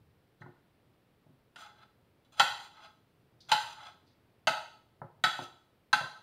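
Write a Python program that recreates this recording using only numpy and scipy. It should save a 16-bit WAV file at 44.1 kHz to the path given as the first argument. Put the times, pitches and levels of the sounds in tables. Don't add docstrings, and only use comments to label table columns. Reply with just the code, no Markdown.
import sys
import numpy as np
from scipy import signal
from scipy.fft import rfft, irfft
from scipy.io import wavfile
from scipy.ndimage import uniform_filter1d

SR = 44100
rng = np.random.default_rng(int(sys.argv[2]) if len(sys.argv) > 2 else 0)


def volts_from_decibels(level):
    exponent = np.asarray(level, float) / 20
    return 10 ** exponent


def digitize_waveform(pressure):
    field = np.atleast_2d(pressure).T
    bounded = np.clip(field, -1, 1)
    quanta = np.round(bounded * 32767).astype(np.int16)
    wavfile.write(sys.argv[1], SR, quanta)


N = 274302
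RING = int(.3 * SR)

# (time [s], low group [dB], middle group [dB], high group [dB], counter before its band-pass [dB])
BLADE_BLOWS = [(0.417, -59, -52.5, -71.5, -61), (1.559, -56.5, -51.5, -52.5, -71),
               (2.248, -82, -83, -74, -73), (2.396, -23, -21.5, -21.5, -41),
               (3.516, -24.5, -25.5, -24, -42.5), (4.471, -26, -24, -27, -40.5),
               (5.238, -32.5, -22, -25.5, -39.5), (5.929, -27.5, -23.5, -27, -43.5)]
BLOW_TOP_DB = -13


def blows():
    out = np.zeros(N + 3 * RING)
    for time, low_db, middle_db, high_db, counter_db in BLADE_BLOWS:
        group_gains = volts_from_decibels([low_db, middle_db, high_db, high_db + BLOW_TOP_DB])
        chatter = 0.032 * fade(0.066, 2 * RING)
        buzz = 0.017 * fade(0.45, 2 * RING)
        contact = rng.standard_normal(2 * RING) * (chatter + buzz)
        contact[0] = 1
        plate_ring = group_gains @ plate(scatter_db=4.0)
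        add(out, time, signal.fftconvolve(plate_ring, unit(contact)))
        add(out, time, volts_from_decibels(counter_db) * band(counter(push_ms=0.26), 180, 2000))
    return out[:N]


# (frequency [Hz], relative level [dB], time to fall by 60 dB [s])
PLATE_MODES = [(735, -8, .06), (793, -6, .07), (858, 0, .1), (945, -4, .08), (1040, -7, .07), (1297, 0, .1),
               (1370, -5, .07), (1437, -6, .07), (1487, -3, .09), (1545, -6, .07), (1830, -11, .08),
               (2015, -8, .06), (2145, -11, .07), (2460, -6, .06), (2590, -8, .05), (2732, -6, .06),
               (3045, -4, .07), (3205, -8, .05), (3378, -1, .07), (3510, -7, .06), (3735, -6, .06),
               (3940, -3, .08), (4134, -8, .05), (4480, -9, .04), (4850, -12, .04), (6010, -3, .02),
               (6350, -4, .02), (7070, 0, .025), (7450, -4, .02), (8500, -4, .02), (9400, -6, .02)]
GROUP_BORDERS_HZ = [640, 1150, 2300, 5500, 15500]
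# (level relative to the ring [dB], time to fall by 60 dB [s])
GROUP_CRACKS = [(-3.5, 0.0078), (-12, 0.12), (-2, 0.065), (-1, 0.13)]


def plate(scatter_db):
    groups = []
    for low_hz, high_hz, (crack_db, t60) in zip(GROUP_BORDERS_HZ, GROUP_BORDERS_HZ[1:], GROUP_CRACKS):
        crack = band(rng.standard_normal(RING) * fade(t60, RING), low_hz, high_hz)
        group_modes = [mode for mode in PLATE_MODES if low_hz <= mode[0] < high_hz]
        tone = ring(group_modes, scatter_db, split=0.0055)
        both = tone + volts_from_decibels(crack_db) * unit(crack)
        groups.append(unit(band(both, 0.75 * low_hz, 0.93 * high_hz)))
    return np.array(groups)


# (frequency [Hz], relative level [dB], time to fall by 60 dB [s])
COUNTER_MODES = [(104, -6, .1), (152, 9.5, 0.081), (270, -5.5, 0.12), (356, -8.5, 0.16), (490, -13, 0.077),
                 (608, -3.5, .07), (730, -11.5, 0.059)]
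REBOUND_S, REBOUND_DB = .028, -1.5


def counter(push_ms):
    push = np.hanning(int(push_ms * SR / 1000) + 3)
    once = np.convolve(ring(COUNTER_MODES, scatter_db=-2.9, split=0.021), push)[:RING]
    again = np.pad(once, (int(REBOUND_S * SR), 0))[:RING]
    return unit(once + volts_from_decibels(REBOUND_DB) * again)


PARTNER = .3


def ring(modes, scatter_db, split):
    t = np.arange(RING) / SR
    total = np.zeros(RING)
    for k, (hz, db, t60) in enumerate(modes):
        strength_chance, split_chance = rng.standard_normal(2)
        strong = np.sin(2 * np.pi * hz * t)
        weak = PARTNER * np.sin(2 * np.pi * hz * (1 + split * split_chance) * t)
        sign = (-1) ** k
        total += sign * volts_from_decibels(db + scatter_db * strength_chance) * fade(t60, RING) * (strong + weak)
    return unit(total)


# (firmest time [s], rise [s], fall [s], level [dB], brightness [dB])
EDGE_SLIDES = [(0.414, 0.024, 0.012, -62, 1), (1.614, 0.071, 0.071, -49, 2.5), (1.66, 0.16, .12, -53, -3.5),
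               (1.828, 0.11, 0.043, -56, -2.5), (2.321, 0.007, 0.55, -61.5, 3.5),
               (2.392, 0.04, 0.0044, -41, 1.5), (2.5, 0.022, 0.043, -43.5, 3), (2.644, 0.41, 0.059, -53, 3),
               (2.779, 0.079, 0.077, -53.5, -3.5), (2.85, 0.096, 0.055, -49, -1),
               (3.493, 0.017, 0.14, -38.5, 0.5), (3.601, 0.012, 0.078, -45.5, 4.5),
               (3.73, 0.34, 0.021, -51, 2.5), (3.795, 0.05, 0.096, -51, -5), (3.86, 0.16, 0.081, -45.5, -1),
               (5.292, .02, 0.14, -50, -3), (5.44, 0.48, 0.035, -49.5, 3.5)]
SLIDE_LOW_DB = -5
SLIDE_HIGH_DB, SLIDE_TOP_DB = -4, -17
TOP_PER_BRIGHT = 2.7
SLIDE_AIR_DB = -7


def slides():
    low, middle, high, top = plate(scatter_db=-2.5) * fade(0.078, RING)
    air = unit(band(signal.unit_impulse(RING), 9000, 16000))
    catches = grit(rough_db=2.5, hold_s=.003)
    bodies = [volts_from_decibels(SLIDE_LOW_DB) * low + middle, high, top + volts_from_decibels(SLIDE_AIR_DB) * air]
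    level_db, bright_db = np.transpose(EDGE_SLIDES)[3:]
    high_db = level_db + SLIDE_HIGH_DB + bright_db
    top_db = level_db + SLIDE_TOP_DB + TOP_PER_BRIGHT * bright_db
    out = np.zeros(N)
    for body, stroke_db in zip(bodies, [level_db, high_db, top_db]):
        drive = catches * pressure(EDGE_SLIDES, stroke_db)
        out += signal.fftconvolve(drive, unit(body))[:N]
    return out


def grit(rough_db, hold_s):
    hold = int(hold_s * SR)
    steps = np.repeat(rng.standard_normal(N // hold + 1), hold)
    size = volts_from_decibels(rough_db * uniform_filter1d(steps, hold)[:N])
    return steady(size * rng.standard_normal(N))


TOUCH_DB = -12.5
LONGEST_SWELL_S = .18


def pressure(strokes, levels_db):
    t = np.arange(N) / SR
    power = np.zeros(N)
    for (firmest, rise, fall, *_), db in zip(strokes, levels_db):
        swell_s = min(-rise * TOUCH_DB / 20, LONGEST_SWELL_S)
        touch = np.clip((t - firmest + swell_s) / 0.0035, 0, 1)
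        drop_db = 20 * np.maximum((firmest - t) / rise, (t - firmest) / fall)
        power += (touch * volts_from_decibels(db - drop_db)) ** 2
    return np.sqrt(power)


# (firmest time [s], rise [s], fall [s], level of the bright crackle [dB])
SKIN_CUTS = [(3.409, .012, 0.077, -56.5), (3.485, 0.072, 0.0045, -65), (4.076, .025, 0.077, -70),
             (4.134, .15, 0.018, -76.5)]
SKIN_AIR_DB = -17.5


def skin():
    crackle = grit(rough_db=3., hold_s=.003)
    bright = steady(band(crackle, 3500, 5400))
    airy = steady(band(crackle, 5500, 12000))
    return (bright + volts_from_decibels(SKIN_AIR_DB) * airy) * pressure(SKIN_CUTS, np.transpose(SKIN_CUTS)[3])


# (time [s], plate level [dB], counter level [dB], push length [ms])
SOFT_THUMPS = [(0.409, -66, -51, 2.0), (0.46, -55.5, -51.5, 0.71), (1.262, -71, -60.5, 1.16),
               (1.3, -89, -65, 3.0), (5.016, -43.5, -47, 0.48), (5.389, -40.5, -46.5, 0.61),
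               (6.009, -43, -48, 0.55)]


def thumps():
    out = np.zeros(N + 2 * RING)
    for time, plate_db, counter_db, push_ms in SOFT_THUMPS:
        low, middle = plate(scatter_db=8.5)[:2] * fade(0.053, RING)
        dull = band(rng.standard_normal(RING) * fade(0.21, RING), 440, 1430)
        width = push_ms * SR / 1000
        push = np.exp(-.5 * ((np.arange(200) - width) / (width / 4)) ** 2)
        knock = np.convolve(low + middle + 0.47 * unit(dull), push)
        add(out, time, volts_from_decibels(plate_db) * unit(knock))
        add(out, time, volts_from_decibels(counter_db) * counter(push_ms))
    return out[:N]


# (frequency [Hz], gain [dB])
COUNTER_PATH = [(40, -14.5), (100, 1.5), (1050, -1.5), (1190, -7), (1300, -2), (2150, 0.5), (2320, -7.5),
                (2500, -2.5), (5150, -2.5), (5420, -17), (5700, -0.5), (9000, -4), (15000, -9.5)]


def path(x):
    return signal.fftconvolve(x, causal(COUNTER_PATH, count=2048))[:N]


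# (frequency [Hz], time [s])
ROOM_FADE = [(150, 0.36), (700, 0.55), (2000, 0.4), (5000, 0.57), (12000, 0.42)]


def room(x):
    hz, t60 = np.transpose(ROOM_FADE)
    tail = np.zeros(2 * RING)
    for centre in 125 * 2. ** np.arange(8):
        length = np.interp(np.log(centre), np.log(hz), t60)
        low_hz, high_hz = centre / np.sqrt(2), min(centre * np.sqrt(2), .45 * SR)
        tail += band(rng.standard_normal(2 * RING), low_hz, high_hz) * fade(length, 2 * RING)
    rise = np.clip(np.arange(2 * RING) / SR / 0.004, 0, 1)
    return signal.fftconvolve(x, unit(tail * rise))[:N]


# (frequency [Hz], relative level per Hz [dB])
HUM_COLOUR = [(15, -39.5), (25, -13.5), (43, -17), (80, -11), (110, -6), (185, -8.5), (234, -10.5),
              (412, -12), (800, -19.5), (1500, -24), (2800, -28), (4000, -31.5), (5500, -39.5),
              (8000, -61.5)]
HUM_DB = -69.5


def hum():
    def walk(rate_hz):
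        count = int(rate_hz * N / SR) + 2
        return np.interp(np.arange(N), np.linspace(0, N, count), rng.standard_normal(count))

    hz = np.fft.rfftfreq(N, 1 / SR) + 1
    noise = rfft(rng.standard_normal(N)) * colour(HUM_COLOUR, N)
    swell = walk(1.5)
    out = np.zeros(N)
    for octave in np.arange(4, 14.5, .5):
        window = np.clip(1 - 2 * np.abs(np.log2(hz) - octave), 0, 1)
        out += irfft(noise * window, N) * volts_from_decibels(0.37 * swell + 0.46 * walk(2.2))
    return steady(out) * volts_from_decibels(HUM_DB)


# (time [s], level [dB])
LOW_NOISE_LEVEL = [(0.0, -60), (0.19, -78.5), (2.23, -75.5), (2.53, -68), (2.77, -83.5), (3.59, -68.5),
                   (4.17, -75), (4.66, -75), (4.83, -75.5), (5.33, -72), (5.63, -82), (6.22, -78.5)]


def low_noise():
    time, db = np.transpose(LOW_NOISE_LEVEL)
    noise = steady(band(rng.standard_normal(N), 80, 140))
    return noise * volts_from_decibels(np.interp(np.arange(N) / SR, time, db))


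# (frequency [Hz], relative level per Hz [dB])
HISS_COLOUR = [(2650, -31), (4500, -1), (6770, -6), (7210, -4), (11500, -1), (15500, -1)]
HISS_DB = -84.5


def hiss():
    spectrum = rfft(rng.standard_normal(N)) * colour(HISS_COLOUR, N)
    return steady(irfft(spectrum, N)) * volts_from_decibels(HISS_DB)


def unit(x):
    return x / np.sqrt(np.sum(x ** 2) + 1e-18)


def steady(x):
    return unit(x) * np.sqrt(N)


def band(x, lo_hz, hi_hz):
    return signal.sosfilt(signal.butter(3, [lo_hz, hi_hz], "band", fs=SR, output="sos"), x)


def fade(t60, count):
    return np.exp(-np.log(1000) * np.arange(count) / SR / t60)


def add(out, time, stroke):
    i = int(time * SR)
    out[i:i + len(stroke)] += stroke * np.sqrt(0.029 * SR)


def colour(points, count):
    hz, db = np.transpose(points)
    return volts_from_decibels(np.interp(np.log(np.fft.rfftfreq(count, 1 / SR) + 1), np.log(hz), db))


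def causal(points, count):
    cepstrum = irfft(np.log(colour(points, count)), count)
    cepstrum[1:count // 2] *= 2
    cepstrum[count // 2 + 1:] = 0
    return irfft(np.exp(rfft(cepstrum)), count)


ROOM_DB = -9.5


def scene():
    near = path(blows() + slides() + skin() + thumps())
    return (near + volts_from_decibels(ROOM_DB) * room(near) + hum() + low_noise())[None]


def band_limit(x):
    return signal.sosfilt(signal.butter(12, 16500, fs=SR, output="sos"), x)


def record(dry):
    top_cut = signal.ellip(8, .2, 60, 15600, fs=SR, output="sos")
    mix = signal.sosfilt(top_cut, dry + hiss())
    return band_limit(mix)


dry = scene()
out = record(dry)
digitize_waveform(out)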